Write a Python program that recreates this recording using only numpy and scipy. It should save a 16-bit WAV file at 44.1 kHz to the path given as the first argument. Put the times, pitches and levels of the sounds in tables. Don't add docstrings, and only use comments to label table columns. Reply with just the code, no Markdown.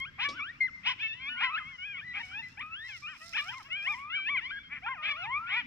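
import sys
import numpy as np
from scipy import signal
from scipy.fft import rfft, irfft, next_fast_len
from scipy.io import wavfile
from scipy.ndimage import uniform_filter1d

SR = 44100
rng = np.random.default_rng(int(sys.argv[2]) if len(sys.argv) > 2 else 0)


def volts_from_db(level):
    exponent = np.asarray(level, float) / 20
    return 10 ** exponent


def materialize(psi):
    bounded = np.clip(np.atleast_2d(psi).T, -1, 1)
    quanta = np.round(bounded * 32767).astype(np.int16)
    wavfile.write(sys.argv[1], SR, quanta)


N = 249606
TIME = np.arange(N) / SR
SPAN = next_fast_len(N, real=True)
BINS = np.fft.rfftfreq(SPAN, 1 / SR) + 1
OPPOSED = np.array([[1], [-1]])

SHORT_TURNED_DB = [8.4, 3.3, 3, 2, 8, 18]


def shape(points, log=True):
    hz, value = np.transpose(sorted(points))
    if log:
        return np.interp(np.log(BINS), np.log(hz + 1), value)
    return np.interp(BINS, hz, value)


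def colour(x, gain):
    return irfft(rfft(x, SPAN) * gain, SPAN)[..., :N]


def unit(x):
    return x / np.sqrt(np.mean(x ** 2))


def walk(rate_hz):
    hold = int(SR / rate_hz)
    held = np.repeat(rng.standard_normal(N // hold + 1), hold)
    return unit(uniform_filter1d(uniform_filter1d(held, hold), hold)[:N])


def ring(x, hz, width_hz):
    b, a = signal.iirpeak(hz, hz / width_hz, fs=SR)
    return signal.lfilter(b, a, signal.lfilter(b, a, x))


def gate(t, start_s, end_s, edge_s=0.0013):
    return np.clip(np.minimum(t - start_s, end_s - t) / edge_s + .5, 0, 1) ** 2


def wind():
    # hz, db_per_hz
    air = [(20, -14), (40, -6), (100, -1.5), (260, -8), (400, -25), (700, -31), (1300, -15), (2200, -16),
           (3300, -26), (4300, -29), (5400, -24.5), (6900, -39.5), (7500, -35), (8300, -50.5),
           (12500, -47.5), (16000, -61)]
    # hz, left_minus_right_db
    balance = [(230, -1), (550, -16.5), (1300, 3.5)]
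    # time_s, level_db
    gusts = [(0.0, -57), (0.03, -64), (0.31, -60), (0.41, -63.5), (1.59, -64), (1.69, -59), (1.76, -65),
             (2.59, -64), (2.61, -60.5), (2.81, -65.5), (3.74, -64.5), (3.85, -69), (3.94, -60.5),
             (4.1, -70), (4.35, -58.5), (4.4, -63), (5.63, -63.5), (5.66, -58.5)]
    level_db, usual_gust_db, haze_db = -59, -63.5, 1.2
    gust_db = np.interp(TIME, *np.transpose(gusts)) - usual_gust_db
    tint = volts_from_db(shape(air))
    octave = np.log2(BINS)
    haze = walk(3)
    out = 0
    for centre in np.arange(4.5, 14.5, .5):
        mid, side = rng.standard_normal((2, N))
        apart = np.clip(2 ** centre / 900, .22, .9)
        band = tint * np.cos(np.pi * np.clip(octave - centre, -.5, .5))
        flicker_db = 1.7 * walk(12)
        if centre < 9:
            flicker_db = flicker_db + gust_db + 2.7 * walk(8.1)
        else:
            flicker_db = flicker_db + haze_db * haze
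        out = out + volts_from_db(flicker_db) * colour(mid + apart * side * OPPOSED, band)
    left = volts_from_db(shape(balance) / 2)
    return volts_from_db(level_db) * unit(np.array([colour(out[0], left), colour(out[1], 1 / left)]))


def howls():
    # [(time_s, pitch_hz, second_partial_db), ..]
    moaner = [
        (5.2, [(3.2, 605, -58), (3.22, 637, -43), (3.285, 688, -54.5), (3.397, 606.6, -50), (3.437, 636, -48.5), (3.492, 809, -39.5), (3.529, 1016, -48), (3.577, 1076, -46.5), (3.629, 694, -60)]),
        (6.5, [(3.682, 630.7, -45.5), (3.712, 637, -55), (3.821, 604, -55.5), (3.896, 799, -46.5), (3.991, 1085, -51.5), (4.093, 1224, -55), (4.121, 1398, -64), (4.146, 1710, -48.5), (4.205, 1105, -46)]),
        (10.5, [(4.822, 684, -53.5), (4.865, 869.4, -34.5), (4.899, 1077, -39.5), (4.916, 1081, -35.5), (4.934, 1048, -40), (4.948, 860, -44.5), (4.962, 732, -44.5), (4.988, 606, -41.5), (5.04, 619, -50)]),
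        (12.05, [(5.025, 620.4, -44), (5.081, 638, -42.5), (5.151, 600.6, -47), (5.221, 719, -40), (5.29, 943, -41), (5.338, 1109, -35.5), (5.378, 1190, -34), (5.4, 1290, -56), (5.51, 1495, -56.5)]),
    ]
    climber = [
        (7.1, [(.182, 703.6, -46), (.2, 794.4, -33.5), (.243, 1130, -26.5), (.268, 1140, -30.5), (.294, 1143, -37), (.327, 1133, -52), (.347, 1317, -63.5), (.378, 1563, -42.5), (.425, 1088, -49)]),
        (8.9, [(1.402, 694, -29), (1.442, 1084, -30.5), (1.484, 991, -32), (1.522, 1194, -48), (1.553, 1290, -24.5), (1.574, 1482, -30.5), (1.584, 1796, -33), (1.6, 1279, -45), (1.629, 1217, -56)]),
        (2.2, [(2.572, 737.5, -44.5), (2.597, 933, -39), (2.624, 1216, -39.5), (2.7, 1282, -56.5), (2.739, 1336, -34.5), (2.774, 1620, -34), (2.846, 1924, -35), (2.878, 1965, -30.5)]),
        (3.7, [(3.352, 762, -38.5), (3.385, 1188, -33), (3.42, 1182, -36.5), (3.445, 1210, -57), (3.472, 1380, -56), (3.495, 1582, -28.5), (3.52, 1537, -52), (3.549, 1162, -42)]),
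    ]
    squealer = [
        (1.3, [(0., 1047, -36.5), (.05, 1097, -38.5), (.058, 1373, -43), (.085, 1617, -42.5), (.1, 1630, -51)]),
        (4.7, [(.392, 1067, -39), (.427, 1206, -36.5), (.476, 1593, -39), (.505, 1920, -47), (.524, 1970, -88)]),
        (12, [(.606, 2110, -36), (.616, 2085, -35), (.642, 2055, -39.5), (.658, 2062, -44), (.669, 2040, -53.5), (.677, 1750, -58), (.686, 1477, -50), (.698, 1200, -65)]),
        (3.55, [(1.29, 1388, -49), (1.302, 1481, -38), (1.4, 1438, -42.5), (1.5, 1309, -43.5), (1.58, 1258, -51)]),
        (1.4, [(2.01, 1528, -43), (2.053, 1986, -59.5), (2.088, 1990, -40), (2.133, 1960, -48)]),
        (1.4, [(2.312, 1350, -55), (2.352, 1648, -41), (2.412, 1830, -93), (2.429, 2007, -44), (2.469, 2017, -55), (2.5, 1990, -90)]),
        (1.2, [(3.021, 1165, -54.5), (3.058, 1219, -41), (3.093, 1530, -40.5), (3.128, 1540, -74), (3.148, 1295, -49)]),
        (4.1, [(5.086, 1177, -40.5), (5.108, 1177, -28.5), (5.148, 1083, -45.5), (5.181, 1423, -42), (5.211, 1440, -41), (5.241, 1294, -38), (5.268, 1081, -44.5)]),
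    ]
    singer = [
        (-9, [(.975, 620, -66), (1.0, 800, -45), (1.023, 880, -37.5), (1.08, 886, -43.5), (1.127, 885, -43), (1.147, 954, -42.5)]),
        (-0.5, [(1.551, 1192, -47.5), (1.574, 1064, -43.5), (1.646, 1032, -45), (1.684, 1114, -46.5), (1.768, 990, -51.5)]),
        (-5.5, [(1.781, 717, -47), (1.821, 727, -43.5), (1.868, 841.6, -43), (1.916, 809, -44), (1.985, 668, -51), (2.018, 540, -61.5)]),
        (3, [(2.227, 759, -39), (2.272, 735.6, -49), (2.335, 783, -46), (2.4, 917, -33), (2.427, 858, -51.5), (2.449, 731, -59)]),
        (-0.5, [(4.408, 844, -45.5), (4.46, 1033, -36), (4.49, 1159, -49.5), (4.502, 1113, -35.5), (4.515, 1244, -38.5)]),
        (-3, [(3.697, 630, -53.5), (3.724, 707, -39), (3.776, 816, -37.5), (3.811, 784, -43.5), (3.846, 839, -42), (3.874, 980, -31)]),
        (-4, [(4.096, 649, -46.5), (4.168, 779, -34), (4.245, 766, -43.5), (4.273, 859, -33.5), (4.3, 984, -31.5)]),
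    ]
    barker = [
        (3.5, [(.828, 530.5, -49.5), (.845, 689, -40.5), (.87, 935, -26.5), (.895, 1065, -27), (.92, 1008, -27.5), (.935, 857, -41), (.95, 763, -52.5)]),
        (4.5, [(3.871, 1005, -25), (3.891, 1213, -35.5), (3.909, 1211, -30.5), (3.936, 1155, -37), (3.954, 971, -39)]),
        (-0.5, [(1.145, 926, -41), (1.165, 992, -52.5), (1.27, 1104, -34.5), (1.298, 1195, -31)]),
        (1.5, [(3.075, 584, -46.5), (3.11, 646, -46.5), (3.135, 593, -47.5), (3.178, 341, -51.5)]),
        (1.5, [(5.475, 302.4, -48.5), (5.52, 385, -37), (5.57, 482, -32), (5.6, 474.7, -36), (5.632, 364, -50.5)]),
        (-6, [(4.68, 240, -70), (4.7, 255, -60), (4.716, 280, -55), (4.73, 294, -49), (4.742, 292, -52), (4.762, 285, -53), (4.785, 265, -52), (4.8, 250, -60)]),
        (-0.8, [(5.02, 665, -42), (5.035, 750, -35), (5.06, 830, -31), (5.08, 865, -32), (5.095, 870, -29), (5.106, 860, -34)]),
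    ]
    press = [0.66, 0.61, 0.58, 0.063, 0.093][:5]
    fall_press = [0.38, 0.075, 0.21, .1, 0.092]
    turned = [
        [2.66, 3, 30, 14],
        [1, 0.5, 23, -5],
        [2.5, 9, -0.5, -4.5, -1.5, 3, 4, -12.5],
        [-2, 6, 45.5, 4, -7, 15, 4],
        [-4, 3, -3, 4, -1.5, 12, 7],
    ]
    # start_db, end_db
    mouth = [
        [(1, -1), (-1.5, 2.8), (-9, 13), (3.5, -1.5)],
        [(-4, -0.5), (-3, -4.5), (1.2, -7.5), (-3.3, 3.2)],
        [(0.3, -1.2), (0.3, 1), (0.3, 3.5), (0.3, 0.5), (0.3, 1.5), (0.3, 7), (0.3, -1), (0.3, 1.7)],
        [(-0.8, -1.5), (-1.7, 3.7), (1, 3), (-12, -5), (1.5, -2), (-5.2, 1.8), (-4.3, 0.3)],
        [(-8.5, -11), (-0.8, -0.3), (-0.5, -3.7), (0, -3), (2.8, 3.4), (14, 10), (-5, -3)],
    ]
    usual_db = -37
    animals = (moaner, climber, squealer, singer, barker)
    out = []
    for table, effort, tense, turns, mouths in zip(animals, press, fall_press, turned, mouth):
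        for (soft, rows), turned_db, ends_db in zip(table, turns, mouths):
            s, hz, db = np.transpose(rows)
            mouth_db = np.interp(s, s[[0, -1]], ends_db)
            slope = np.diff(np.log2(hz), prepend=0) / np.diff(s, prepend=-1)
            fall = np.maximum(-slope, 0)
            softness = soft - effort * (db - usual_db) - tense * fall
            out.append(np.c_[rows, softness, turned_db + 0 * s, mouth_db])
    return out


def slides():
    # start_s, length_s, first_hz, last_hz, level_db at the highest pitch
    yips = [
        (1.195, .142, 745, 904, -44),
        (1.367, 0.087, 663.6, 1018, -30.5),
        (1.941, .067, 949, 1227, -39),
        (2.839, 0.097, 1031, 1055, -52),
        (2.887, .097, 906, 634, -39),
        (3.327, 0.04, 584, 930, -30),
        (4.369, 0.037, 844, 647, -30),
        (5.46, .095, 712, 1203, -30),
    ]
    whimpers = [
        (1.34, .065, 860, 1130, -41),
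        (2.135, .09, 690, 920, -34),
        (3.642, 0.043, 517, 573, -47),
        (4.812, 0.046, 576.5, 892, -41),
        (5.246, .027, 979, 1076, -41.5),
    ]
    strains = [
        (4.51, .117, 1005, 1167, -50.5),
        (4.63, 0.06, 1060, 1082, -55.5),
    ]
    softness = [-0.55, 4, -22.5]
    mouth = [-0.3, -1, -1.5]
    bend, swell_db_per_octave = 0.81, 27.5
    x = np.linspace(0, 1, num=17)
    out = []
    for table, soft, turned_db, mouth_db in zip((yips, whimpers, strains), softness, SHORT_TURNED_DB, mouth):
        for start_s, length_s, first_hz, last_hz, db in table:
            hz = first_hz + (last_hz - first_hz) * x ** bend
            level_db = db + swell_db_per_octave * np.log2(hz / hz.max())
            out.append(np.c_[start_s + length_s * x, hz, level_db, soft + 0 * x, turned_db + 0 * x,
                             mouth_db + 0 * x])
    return out


def arches():
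    # start_s, length_s, top_hz, share of pitch lost at the ends, top_db
    yelps = [
        (4.286, 0.086, 1160, 0.18, -34),
    ]
    whines = [
        (4.506, .087, 1650, 0.19, -47),
    ]
    growls = [
        (2.128, .082, 418, .16, -47.5),
    ]
    # softness_db_per_octave, roundness, end_fade_db, share before the top
    arch = [(4, 2.3, -2.5, 0.37), (13.5, 7.8, -3.5, 0.98), (-2.5, 3.2, 12, 0.4)]
    x = np.linspace(0, 1, num=17)
    out = []
    for table, (soft, bend, fade_db, top), turned_db in zip((yelps, whines, growls), arch, SHORT_TURNED_DB[3:]):
        off = np.maximum(1 - x / top, (x - top) / (1 - top))
        for start_s, length_s, top_hz, lost, db in table:
            hz = top_hz * (1 - lost * off ** bend)
            out.append(np.c_[start_s + length_s * x, hz, db - fade_db * off ** 2, soft + 0 * x,
                             turned_db + 0 * x, 0 * x])
    return out


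def call(rows, flutter, chaos, shimmer):
    # start_s, end_s, voice_pitch_hz, half_pitch_db, rasp_db
    breaks = [(0.16, 0.267, 1000, -2, 0), (0.252, 0.279, 1140, -1, -18.5), (3.6, 3.64, 800, 4.5, 2.5),
              (0.85, 0.94, 1040, -4, -1), (1.03, 1.078, 880, -4, -30.5), (1.407, 1.473, 1050, -3, -5),
              (2.157, 2.232, 830, -24, -1.5), (2.125, 2.186, 400, -4, -2.5), (2.609, 2.63, 1180, -4, 8.5),
              (3.352, 3.401, 950, -25, -10), (3.365, 3.411, 1180, 6, -6), (4.658, 4.745, 280, -25, -14),
              (4.745, 4.803, 281, -13, -1), (1.584, 1.606, 1450, -9.5, -7), (4.863, 4.893, 960, 4, -12.5),
              (4.893, 4.93, 1070, -7.5, -22), (5.032, 5.117, 830, -3, -2), (5.112, 5.125, 1170, 1.5, -22),
              (5.49, 5.646, 460, -22, -9)]
    slack_rad, rasp_turn_rad, shimmer_db = .7, 1.2, 2.5
    s, *columns = np.transpose(rows)
    span = slice(max(int((s[0] - .02) * SR), 0), int((s[-1] + 0.028) * SR))
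    t = TIME[span]
    hz, db, soft, turned_db, mouth_db = (uniform_filter1d(np.interp(t, s, c), size=400) for c in columns)

    half, rasp = 0, 0
    for start_s, end_s, near_hz, half_db, rasp_db in breaks:
        here_hz = np.interp((start_s + end_s) / 2, s, columns[0], 1, 1)
        if abs(np.log(here_hz / near_hz)) < .2:
            half = half + gate(t, start_s, end_s) * volts_from_db(half_db)
            rasp = rasp + gate(t, start_s, end_s, edge_s=1 / 30) * volts_from_db(rasp_db)

    wobble = (0.0095 + .03 * rasp) * flutter[span]
    phase = 2 * np.pi * np.cumsum(hz * (1 + wobble)) / SR
    order = np.arange(1, 1 + int(7000 / hz.min()))[:, None]
    knee = np.clip(3000 / hz, 2, 7.5)
    low_db = -soft * np.log2(np.minimum(order, knee) / 2)
    high_db = -(20.0 + turned_db - 10.6 * rasp) * np.log2(np.maximum(order / knee, 1))
    partials = volts_from_db(low_db + high_db) * (order * hz < 8000)
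    partials[0] *= volts_from_db(-1.2 * np.maximum(6 - soft, 0))
    partials[1] *= volts_from_db(mouth_db)

    own = (np.arange(N)[span] + len(t) * order) % N
    lost = rasp * np.clip(order * hz / 1000 - 1, 0, 1)
    scatter = slack_rad * rng.standard_normal(order.shape)
    partials *= np.cos(order * phase + scatter + rasp_turn_rad * lost * chaos[own])
    partials *= volts_from_db(shimmer_db * np.minimum(order / 3, 1) * shimmer[own])
    swing = 1 + half * np.cos(phase / 2)
    fade = gate(t, s[0], s[-1], edge_s=13 / hz.mean())
    out = np.zeros(N)
    out[span] = np.sqrt(2) * volts_from_db(db) * fade * partials.sum(0) * swing
    return out


def pack():
    # hz, level_db
    throat = [(500, -44.5), (800, -17), (1150, -9.5), (1600, -8.5), (2000, -1.5), (2400, 1), (2800, -3),
              (3300, -8.5), (3900, -15), (4600, -22.5),
              (250, -47.5), (5000, -22.5), (5450, -15.5), (5900, -32.5), (6600, -30), (8000, -56)]
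    # hz, left_minus_right_db
    left_level = [(800, .5), (1300, 3), (2200, 4), (3200, 3.5), (5000, -1)]
    # hz, left_lead_rad
    left_lead = [(0, 3.1), (1000, 0.84), (2400, 0.53), (3000, 4.18)]
    echo_s, echo_db, echo_spread_s = .135, -18, .012
    brush_db, brush_t60_s, breath_db = -20.5, .55, -26
    flutter, chaos, shimmer, breath = walk(150), walk(420), walk(45), walk(1500)
    folds = sum(call(rows, flutter, chaos, shimmer) for rows in slides() + arches() + howls())
    folds = folds * (1 + volts_from_db(breath_db) * breath)
    voices = colour(folds, volts_from_db(shape(throat)))

    mid, side = rng.standard_normal((2, N))
    brush = volts_from_db(brush_db) * np.exp(-np.log(1000) * TIME / brush_t60_s)
    slope = volts_from_db(echo_db) * np.exp(-((TIME - echo_s) / echo_spread_s) ** 2)
    land = (brush / np.sqrt(SR / 20) + slope / np.sqrt(SR / 10)) * (mid + 1.2 * side * OPPOSED)
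    heard = voices + signal.fftconvolve(voices[None], land[:, :SR], axes=1)[:, :N]
    ports = volts_from_db(shape(left_level) / 2) * np.exp(.5j * shape(left_lead, log=False))
    return np.array([colour(heard[0], ports), colour(heard[1], 1 / ports)])


def gravel():
    # start_s, length_s, level_db, treble_db
    steps = [
        (2.14, 0.23, -68.5, 1),
        (2.3, 0.33, -75.5, -0.5),
        (2.624, 0.35, -85, 1),
        (2.799, 0.33, -64, -6),
        (3.052, .44, -62.5, 0),
        (3.318, 0.42, -66, 1),
        (3.75, 0.33, -67, 1),
    ]
    # time_s, peak_db
    snap_events = [(0.001, -43.5), (2.158, -56), (2.486, -56), (2.527, -58), (2.5962, -47), (2.664, -62),
                   (2.767, -66), (2.851, -55), (2.9167, -46), (2.966, -47), (3.2446, -48), (3.2609, -45),
                   (3.266, -46), (3.2807, -44.5), (3.2932, -38), (3.412, -47), (3.426, -47), (3.443, -45),
                   (3.46, -54), (3.4816, -41.5), (3.545, -56), (3.63, -47), (3.711, -62), (3.7308, -46),
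                   (3.8267, -49), (3.849, -53), (3.925, -45)]
    # hz, width_hz, level_db
    stones = [(4360, 1600, -5.5), (5190, 910, 0.5), (6100, 190, -10.5), (7380, 170, -8), (8470, 1200, -15),
              (12400, 2100, -21.5)]
    step_round, snap_treble_db, patchy_db = 1.5, 4, 2.5
    weight, treble_gain_db = 0, 0
    for start_s, length_s, db, treble_db in steps:
        swell = np.sin(np.pi * np.clip((TIME - start_s) / length_s, 0, 1)) ** step_round
        weight = weight + volts_from_db(db + 23.5) * swell
        treble_gain_db = treble_gain_db + treble_db * swell
    grains = np.repeat(volts_from_db(2.4 * rng.exponential(size=N // 30 + 1)), 30)[:N]
    hits = unit(uniform_filter1d(grains, size=15)) * weight
    snaps = np.zeros(N)
    for at_s, peak_db in snap_events:
        snaps[int(at_s * SR):][:90] += volts_from_db(peak_db + 19.0) * np.exp(-np.arange(90) / 18)
    own, right = rng.standard_normal((2, N))
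    ports = np.array([volts_from_db(-16.5) * (own - 0.41 * right), right])
    dull = (hits + snaps) * ports
    bright = (hits * volts_from_db(treble_gain_db) + snaps * volts_from_db(snap_treble_db)) * ports
    out = 0
    for hz, width_hz, db in stones:
        source = bright if hz > 8000 else dull
        out = out + volts_from_db(db + patchy_db * walk(22)) * ring(source, hz, width_hz)
    return out


def knock():
    # hz, level_db, t60_s
    modes = [(281, -49.5, 0.41), (550, -49.5, 0.19), (3580, -41, 0.096), (5020, -46, 0.2), (9100, -70, 0.1)]
    start_s, attack_s, top_hz = .287, 0.0019, 11100
    age_s = np.maximum(TIME - start_s, 0)
    out = 0
    for hz, db, t60_s in modes:
        scrape = unit(ring(rng.standard_normal(N), hz, 0.32 * hz))
        out = out + volts_from_db(db) * scrape * np.exp(-np.log(1000) * age_s / t60_s)
    out = out * np.clip(age_s / attack_s, 0, 1)
    return colour(out, 1 / (1 + (BINS / top_hz) ** 8)) * volts_from_db(np.array([[-4], [3]]))


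def bird():
    # start_s, length_s, first_hz, last_hz, level_db
    chirps = [
        (0.323, .026, 5400, 5600, -52),
        (.4, .014, 5700, 5200, -56.5),
        (0.702, 0.017, 5400, 5400, -67),
        (1.07, .025, 5500, 5600, -68),
    ]
    out = 0
    for start_s, length_s, first_hz, last_hz, db in chirps:
        x = np.clip((TIME - start_s) / length_s, 0, 1)
        phase = 2 * np.pi * np.cumsum(first_hz + (last_hz - first_hz) * x) / SR
        out = out + volts_from_db(db) * np.sin(np.pi * x) * np.sin(phase)
    return out * np.ones((2, 1))


def scene():
    return wind() + pack() + gravel() + knock() + bird()


def low_pass(x):
    return signal.sosfilt(signal.butter(12, 15720, fs=SR, output="sos"), x)


def record(dry):
    return low_pass(dry)


dry = scene()
out = record(dry)
materialize(out)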